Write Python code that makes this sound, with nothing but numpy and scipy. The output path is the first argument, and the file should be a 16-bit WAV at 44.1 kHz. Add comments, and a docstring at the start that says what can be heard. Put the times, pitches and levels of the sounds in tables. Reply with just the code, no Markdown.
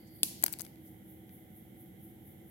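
"""A click beetle jumps

A click beetle snaps off a wooden floor, lands beside the left microphone, bounces and skitters to rest.
Its hard shell ticks, the boards knock under it and a small bare room answers. A hand brushes past twice.
Behind it a fan-like motor hums, a faint hiss lasts until the jump, and a high pulsing rasp,
probably a bush cricket, comes from far off."""
import sys
import numpy as np
from scipy import signal
from scipy.fft import rfft, irfft, next_fast_len
from scipy.io import wavfile
from scipy.ndimage import map_coordinates

SR = 44100
rng = np.random.default_rng(int(sys.argv[2]) if len(sys.argv) > 2 else 0)


def generate_wav(signal):
    """Clip the signal to [-1, 1] and save it as 16-bit WAV at the path in sys.argv[1]."""
    frames = np.transpose(np.atleast_2d(signal))
    scaled = np.clip(frames, -1, 1) * 32767
    pcm = np.round(scaled).astype(np.int16)
    wavfile.write(sys.argv[1], SR, pcm)


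N = 110250
SHORT = SR // 10  # samples in one short sound

# A "colour" says how strong the low and high parts of a sound are.
# The fan's rushing air. Each row: frequency in Hz, relative level in dB.
AIR_COLOUR = [(15, -73.5), (25, -42), (36, -25.5), (82, -4.5), (144, -3.5), (162, -7.5), (193, -1.5),
              (259, -7.5), (286, -13.5), (324, -6.5), (385, -14.5), (492, -18), (530, -17.5), (695, -26.5),
              (767, -18), (1010, -36.5), (1170, -38.5), (1450, -32.5), (1820, -31), (2050, -23.5),
              (2560, -41.5), (3200, -29.5), (4520, -46), (7760, -40.5), (9000, -41), (11700, -71),
              (19800, -120)]
# How alike the air sounds on both sides. Each row: frequency in Hz, likeness from -1 to 1.
AIR_LIKENESS = [(60, 0.83), (180, 1), (550, 0.23), (1650, -0.18), (4970, 0.11), (15000, -0.17)]
# The motor's tones. Each row: pitch in Hz, level in dB before HUM_TRIM_DB is added.
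MOTOR_TONES = [(188.4, -69), (317.6, -58), (333.8, -61.5), (495.3, -74), (742.9, -74)]
# Where the fan is heard. Each row: frequency in Hz, left over right in dB.
FAN_PAN = [(60, 0.5), (110, -3), (200, -1), (380, -0.5), (700, -6.5), (1290, -3.5), (2380, -9.5),
           (4400, -1.5), (8120, -2), (15000, -0.5)]
HUM_TRIM_DB, HUM_WAVER_DB, HUM_DRIFT_RADIANS, HUM_WAVERS_PER_S = -4, 2, .55, 9

# The cricket's rasp. Each row: frequency in Hz, relative level in dB.
CRICKET_COLOUR = [(5000, -57.5), (8800, -19), (10200, -6.5), (11200, -2), (11950, 2.5), (12700, -3),
                  (13500, -3.5), (15700, -7.5)]
CHIRP_DB, CHORUS_DB = -57, -67
CHIRP_PEAK_S, CHIRP_PERIOD_S, CHIRP_RISE_S, CHIRP_FALL_S = .163, .2348, .04, .075

# The hand's strokes. Each row: middle in seconds, level in dB, rough length in seconds.
HAND_STROKES = [(.08, -40, .016), (.875, -42, .025)]
# The hand's soft swish. Each row: frequency in Hz, relative level in dB.
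HAND_COLOUR = [(200, -30.5), (2000, -29), (5000, 3), (9000, 3.5), (12000, -5), (15500, -19.5)]

# A "fade time" is how long a sound takes to drop by 60 dB.
# The room's echo. Each row: frequency in Hz, fade time in seconds.
ROOM_FADES = [(300, 2.15), (1300, 0.36), (3500, 0.92), (9000, 0.4), (15000, 0.38)]
# The tone of that echo. Each row: frequency in Hz, boost or cut in dB.
ECHO_COLOUR = [(200, -2.5), (700, 3.5), (1100, 1), (1600, 0), (2700, 1), (3600, -5.5), (4500, -3),
               (6000, -1.5), (9500, 0.5), (12000, -1), (15500, -3.5)]
ROOM_DELAY_S, ROOM_BUILD_S = .004, .0022

# The click of the jump. Each row: frequency in Hz, relative level in dB.
JUMP_COLOUR = [(200, -19), (900, -17.5), (1500, -25), (2200, -16.5), (2850, -11), (3500, -5.5), (4500, -3),
               (5600, -5.5), (7000, -4.5), (8300, -4.5), (10500, 1.5), (12500, 1.5), (15800, -5.5)]
# The notes a struck shell rings at. 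Each row: pitch in Hz, relative level in dB, fade time in seconds.
SHELL_NOTES = [(4900, -11, .006), (8050, 0, .012), (8650, -1, .009), (9750, -1, .007), (11600, -2, .008),
               (12500, 1, .007), (14400, -5, .007)]
# The hollow crack of the thorax, the beetle's chest. Each row: as for the shell.
THORAX_NOTES = [(2660, -4.5, 0.0069), (3510, -4, 0.013)]
# The notes of the floor boards. Each row: as for the shell.
BOARD_NOTES = [(291, 7.5, 0.012), (497, 0.5, 0.0083), (700, 4, 0.0073), (897, 2.5, 0.0079),
               (1190, -4.5, 0.0077), (1520, 5, 0.0076), (2323, 4.5, .009), (2880, 0.5, .005),
               (3550, 5, 0.0039), (4740, 8, 0.0069)]
SNAP_S = .2322

# The shell hits the floor. Each row: start in seconds, level in dB, knock over shell in dB,
# middle of the knock in Hz, the rattle's fade time in seconds, added brightness in dB per octave.
FLOOR_HITS = [(.4155, -31, -21, 2500, .003, 0), (.4262, -17.5, -24, 2234, 0.0034, 0.5),
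              (0.436, -25, 4.5, 1210, 0.0058, -8), (.439, 2.5, -17, 628, 0.0066, 3.5),
              (0.463, -3, -12.5, 1900, 0.021, 1.5), (.4812, -19, -7, 1110, 0.0082, -3),
              (0.5265, -16, -39, 2000, 0.0064, 26), (0.5285, -27, -24, 2000, .003, 14),
              (.5302, -42, -26, 3500, .003, 10), (0.5312, -15.5, -21, 3500, .004, 15),
              (0.5375, -18.5, -5, 3460, 0.0068, 7), (0.5884, -24, -21, 4060, .003, 5),
              (0.5954, -23.5, -19.5, 6050, 0.018, -4), (0.602, -31, -28, 6000, 0.011, -8),
              (0.6064, -30, -13, 6000, 0.0057, 2), (0.6081, -20, -25, 6000, 0.018, -1.5),
              (0.6496, -28.5, -19, 3000, 0.014, -3), (.6526, -34, -7, 3000, 0.013, -2),
              (0.6651, -33.5, -2, 3820, 0.0076, -5), (.758, -38.5, -7.5, 3000, 0.0054, 9),
              (1.293, -42.5, -2, 2500, .012, -5)]
# The shell's tick. Each row: frequency in Hz, relative level in dB.
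TICK_COLOUR = [(200, -38.5), (1500, -14), (3300, -10.5), (4400, -6), (7000, -6.5), (8100, -5), (10400, -2),
               (12200, -1), (15500, -5.5)]
# Where the tumbling beetle is heard. Each row: time in seconds, left over right in dB.
TUMBLE_PAN = [(.436, 10), (.439, 18), (.464, 6), (.481, 11), (.526, 21), (.531, 21), (.538, 11), (.589, 17),
              (.618, 19), (.65, 10), (.76, 2)]
# Shell and legs skid. Each row: middle in seconds, level in dB, rough length in seconds.
FLOOR_SKIDS = [(.5258, -26, .0016), (.6075, -22.5, .0016), (.6132, -27, .0009), (.6185, -20.5, .0008)]
# The scratch of a skid. Each row: frequency in Hz, relative level in dB.
SCRATCH_COLOUR = [(200, -41), (1500, -44), (4000, -29.5), (6000, -10.5), (8300, -9.5), (10000, -1.5),
                  (11700, -4), (15500, -15)]
BASS_CUT_HZ = 206  # the light body hardly moves the floor below this


def amp(db):
    """Turn decibels into a number to multiply by."""
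    return 10 ** (np.asarray(db) / 20)


def unit(x):
    """Scale a sound so its average power is 1."""
    return x / np.sqrt(np.mean(x ** 2) + 1e-20)


def unit_energy(x):
    """Scale each channel so its total energy is 1."""
    return x / np.sqrt(np.sum(x ** 2, axis=-1, keepdims=True) + 1e-20)


def along(table, hz):
    """Read between a table's rows, on a scale of octaves."""
    row_hz, values = np.transpose(table)
    return np.interp(np.log(hz + 1), np.log(row_hz + 1), values)


def filtered(x, gain_at):
    """Multiply each frequency in a sound by gain_at(hz)."""
    n = x.shape[-1]
    size = next_fast_len(n + SR // 2)
    return irfft(rfft(x, size) * gain_at(np.fft.rfftfreq(size, 1 / SR)), size)[..., :n]


def coloured(x, colour):
    """Give a short sound a colour while keeping its start sharp."""
    size = 2 * SHORT
    cepstrum = irfft(np.log(amp(along(colour, np.fft.rfftfreq(size, 1 / SR)))))
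    # folding this form of the filter in half makes it ring only after the sound begins
    cepstrum[1:SHORT] *= 2
    cepstrum[SHORT + 1:] = 0
    return irfft(rfft(x, size) * np.exp(rfft(cepstrum)))[..., :SHORT]


def add(track, start_s, sound):
    """Mix a sound into one channel."""
    i = max(round(start_s * SR), 0)
    track[i:i + len(sound)] += sound[:N - i]


def fan(air_db=-54.5):
    """Air rushes low while the motor's tones waver."""
    def shared_and_opposite(hz):
        angle = np.arccos(np.clip(along(AIR_LIKENESS, hz), -1, 1)) / 2
        return amp(along(AIR_COLOUR, hz)) * [np.cos(angle), np.sin(angle)]

    t = np.arange(N) / SR
    shared, opposite = filtered(rng.standard_normal((2, N)), shared_and_opposite)
    air = amp(air_db) * unit(np.array([shared + opposite, shared - opposite]))
    hum = np.zeros(N)
    for hz, db in MOTOR_TONES:
        level = amp(db + HUM_TRIM_DB + HUM_WAVER_DB * wobble(HUM_WAVERS_PER_S))
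        drift = HUM_DRIFT_RADIANS * wobble(HUM_WAVERS_PER_S)
        hum += np.sqrt(2) * level * np.sin(2 * np.pi * hz * t + drift)
    sides = np.array([[.5], [-.5]])
    return filtered(air + hum, lambda hz: amp(along(FAN_PAN, hz) * sides))


def wobble(per_s):
    """A smooth curve through per_s random values a second."""
    return map_coordinates(rng.standard_normal(256), [np.arange(N) * per_s / SR], mode="wrap")


def cricket():
    """High, even chirps, blurred by distance, over a steady chorus."""
    t = np.arange(N) / SR
    chirp_power = np.zeros(N)
    for k in range(-1, int(N / SR / CHIRP_PERIOD_S) + 1):
        from_peak = t - CHIRP_PEAK_S - k * CHIRP_PERIOD_S
        swell = np.exp(-np.abs(from_peak) / np.where(from_peak < 0, CHIRP_RISE_S, CHIRP_FALL_S))
        chirp_power += (amp(CHIRP_DB + rng.normal(0, .33)) * swell) ** 2
    rasp = unit(filtered(rng.standard_normal((2, N)), lambda hz: amp(along(CRICKET_COLOUR, hz))))
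    return rasp * np.sqrt(chirp_power + amp(CHORUS_DB) ** 2)


def hiss(middle_hz=4630, width_hz=290, db=-72.5):
    """A faint whistly hiss, heard only until the beetle jumps."""
    noise = rng.standard_normal((2, N))
    band = filtered(noise, lambda hz: np.exp(-.5 * ((hz - middle_hz) / width_hz) ** 2))
    return amp(db) * unit(band) * (np.arange(N) / SR < SNAP_S)


def hand():
    """A hand brushes softly past, midway between left and right."""
    return sum(scrape(s, db, length_s, HAND_COLOUR, pan_db=0) for s, db, length_s in HAND_STROKES)


def scrape(middle_s, db, length_s, colour, pan_db):
    """Rubbing makes a short noise that swells and fades."""
    t = np.arange(SHORT) / SR
    swell = np.exp(-2 * (t / length_s - 2) ** 2)
    scratch = unit_energy(coloured(rng.standard_normal((2, SHORT)) * swell, colour))
    return in_room(scratch, scratch[0], middle_s - 2 * length_s, db, pan_db)


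def room_echo():
    """A fresh stereo echo that builds up quickly and lingers longest in the bass."""
    hz, t, bands = signal.stft(rng.standard_normal((2, SR // 2)), SR, nperseg=256)
    fade = amp(-60 * t / along(ROOM_FADES, hz)[:, None])
    build = 1 - np.exp(-t / ROOM_BUILD_S)
    echo = unit_energy(signal.istft(bands * fade * build, SR, nperseg=256)[1])
    return filtered(echo, lambda f: amp(along(ECHO_COLOUR, f)))


def in_room(direct, to_walls, start_s, db, pan_db, lag_s=.0003, room_db=-14):
    """The direct sound reaches the left microphone, then the right; the walls answer after it."""
    out = np.zeros((2, N))
    for channel, (side, echo) in enumerate(zip((1, -1), room_echo())):
        add(out[channel], start_s + channel * lag_s, amp(db + side * pan_db / 2) * direct[channel])
        add(out[channel], start_s + ROOM_DELAY_S, amp(db + room_db) * signal.fftconvolve(to_walls, echo))
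    return out


def snap(push_db=-19, crack_db=-11):
    """A peg on the thorax slips with a hollow crack and the beetle kicks off the boards."""
    push = amp(push_db) * knock(middle_hz=470)  # softer than a landing, so lower
    shell = click(JUMP_COLOUR, fade_s=.018, rattle_db=1, ring_db=-8.5)
    crack = amp(crack_db) * ring(THORAX_NOTES)
    to_walls = spread_click(JUMP_COLOUR) + push
    return in_room(shell + crack + push, to_walls, SNAP_S, db=5, pan_db=2.5, lag_s=.00012, room_db=-8.5)


def ring(notes, pitch_spread=.02):
    """A struck object rings with fading notes, a little different at every blow."""
    t = np.arange(SHORT) / SR
    out = np.zeros(SHORT)
    for k, (hz, db, fade_s) in enumerate(notes):
        level = amp(db + rng.normal(0, 1) - 60 * t / fade_s)
        pitch = hz * (1 + pitch_spread * rng.standard_normal())
        out += (-1) ** k * level * np.sin(2 * np.pi * pitch * t)  # every other note is flipped
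    return unit_energy(out)


def knock(middle_hz, octave_away_db=-7):
    """The boards ring most near middle_hz: low under the whole body, high under a tip of it."""
    return ring([(hz, db + octave_away_db * np.log2(hz / middle_hz) ** 2, fade_s)
                 for hz, db, fade_s in BOARD_NOTES])


def click(colour, fade_s, rattle_db, ring_db):
    """A hard blow rattles the body parts and makes the shell ring briefly."""
    t = np.arange(SHORT) / SR
    rattle = rng.standard_normal(SHORT) + rng.standard_normal((2, SHORT))  # shared + each side's own
    burst = amp(rattle_db) * unit_energy(rattle * amp(-60 * t / fade_s))
    burst[:, 0] = 1  # the blow itself
    return unit_energy(unit_energy(coloured(burst, colour)) + amp(ring_db) * ring(SHELL_NOTES))


def spread_click(colour):
    """A plain click, standing for what spreads in all directions into the room."""
    return unit_energy(coloured(np.ones(1), colour))


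def bounces():
    """Each hit on the floor ticks the shell and knocks the boards."""
    out = np.zeros((2, N))
    lowest_shell_hz = SHELL_NOTES[0][0]
    for start_s, db, knock_db, knock_hz, fade_s, bright_db in FLOOR_HITS:
        colour = [(hz, level + bright_db * np.log2(hz / lowest_shell_hz)) for hz, level in TICK_COLOUR]
        wood = amp(knock_db) * knock(knock_hz)
        shell = click(colour, fade_s, rattle_db=2, ring_db=-8)
        out += in_room(shell + wood, spread_click(colour) + wood, start_s, db, pan_at(start_s))
    return out


def pan_at(seconds):
    """How many dB louder the beetle is on the left at this moment."""
    return np.interp(seconds, *np.transpose(TUMBLE_PAN))


def skids():
    """Shell and legs scratch over the grain of the wood."""
    return sum(scrape(s, db, length_s, SCRATCH_COLOUR, pan_at(s)) for s, db, length_s in FLOOR_SKIDS)


def scene():
    """The beetle and a hand in front; cricket, fan and hiss behind."""
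    scratches = skids()
    brushes = hand()
    bass_cut = signal.butter(2, BASS_CUT_HZ, "high", fs=SR, output="sos")
    beetle = signal.sosfilt(bass_cut, snap() + bounces() + scratches)
    return beetle + brushes + cricket() + fan() + hiss()


def record(dry, top_hz=16000):
    """Flatten any peaks beyond full scale, then cut the treble above top_hz."""
    treble_cut = signal.ellip(10, .1, 80, top_hz, fs=SR, output="sos")
    return signal.sosfilt(treble_cut, np.clip(dry, -1, 1))


dry = scene()
out = record(dry)
generate_wav(out)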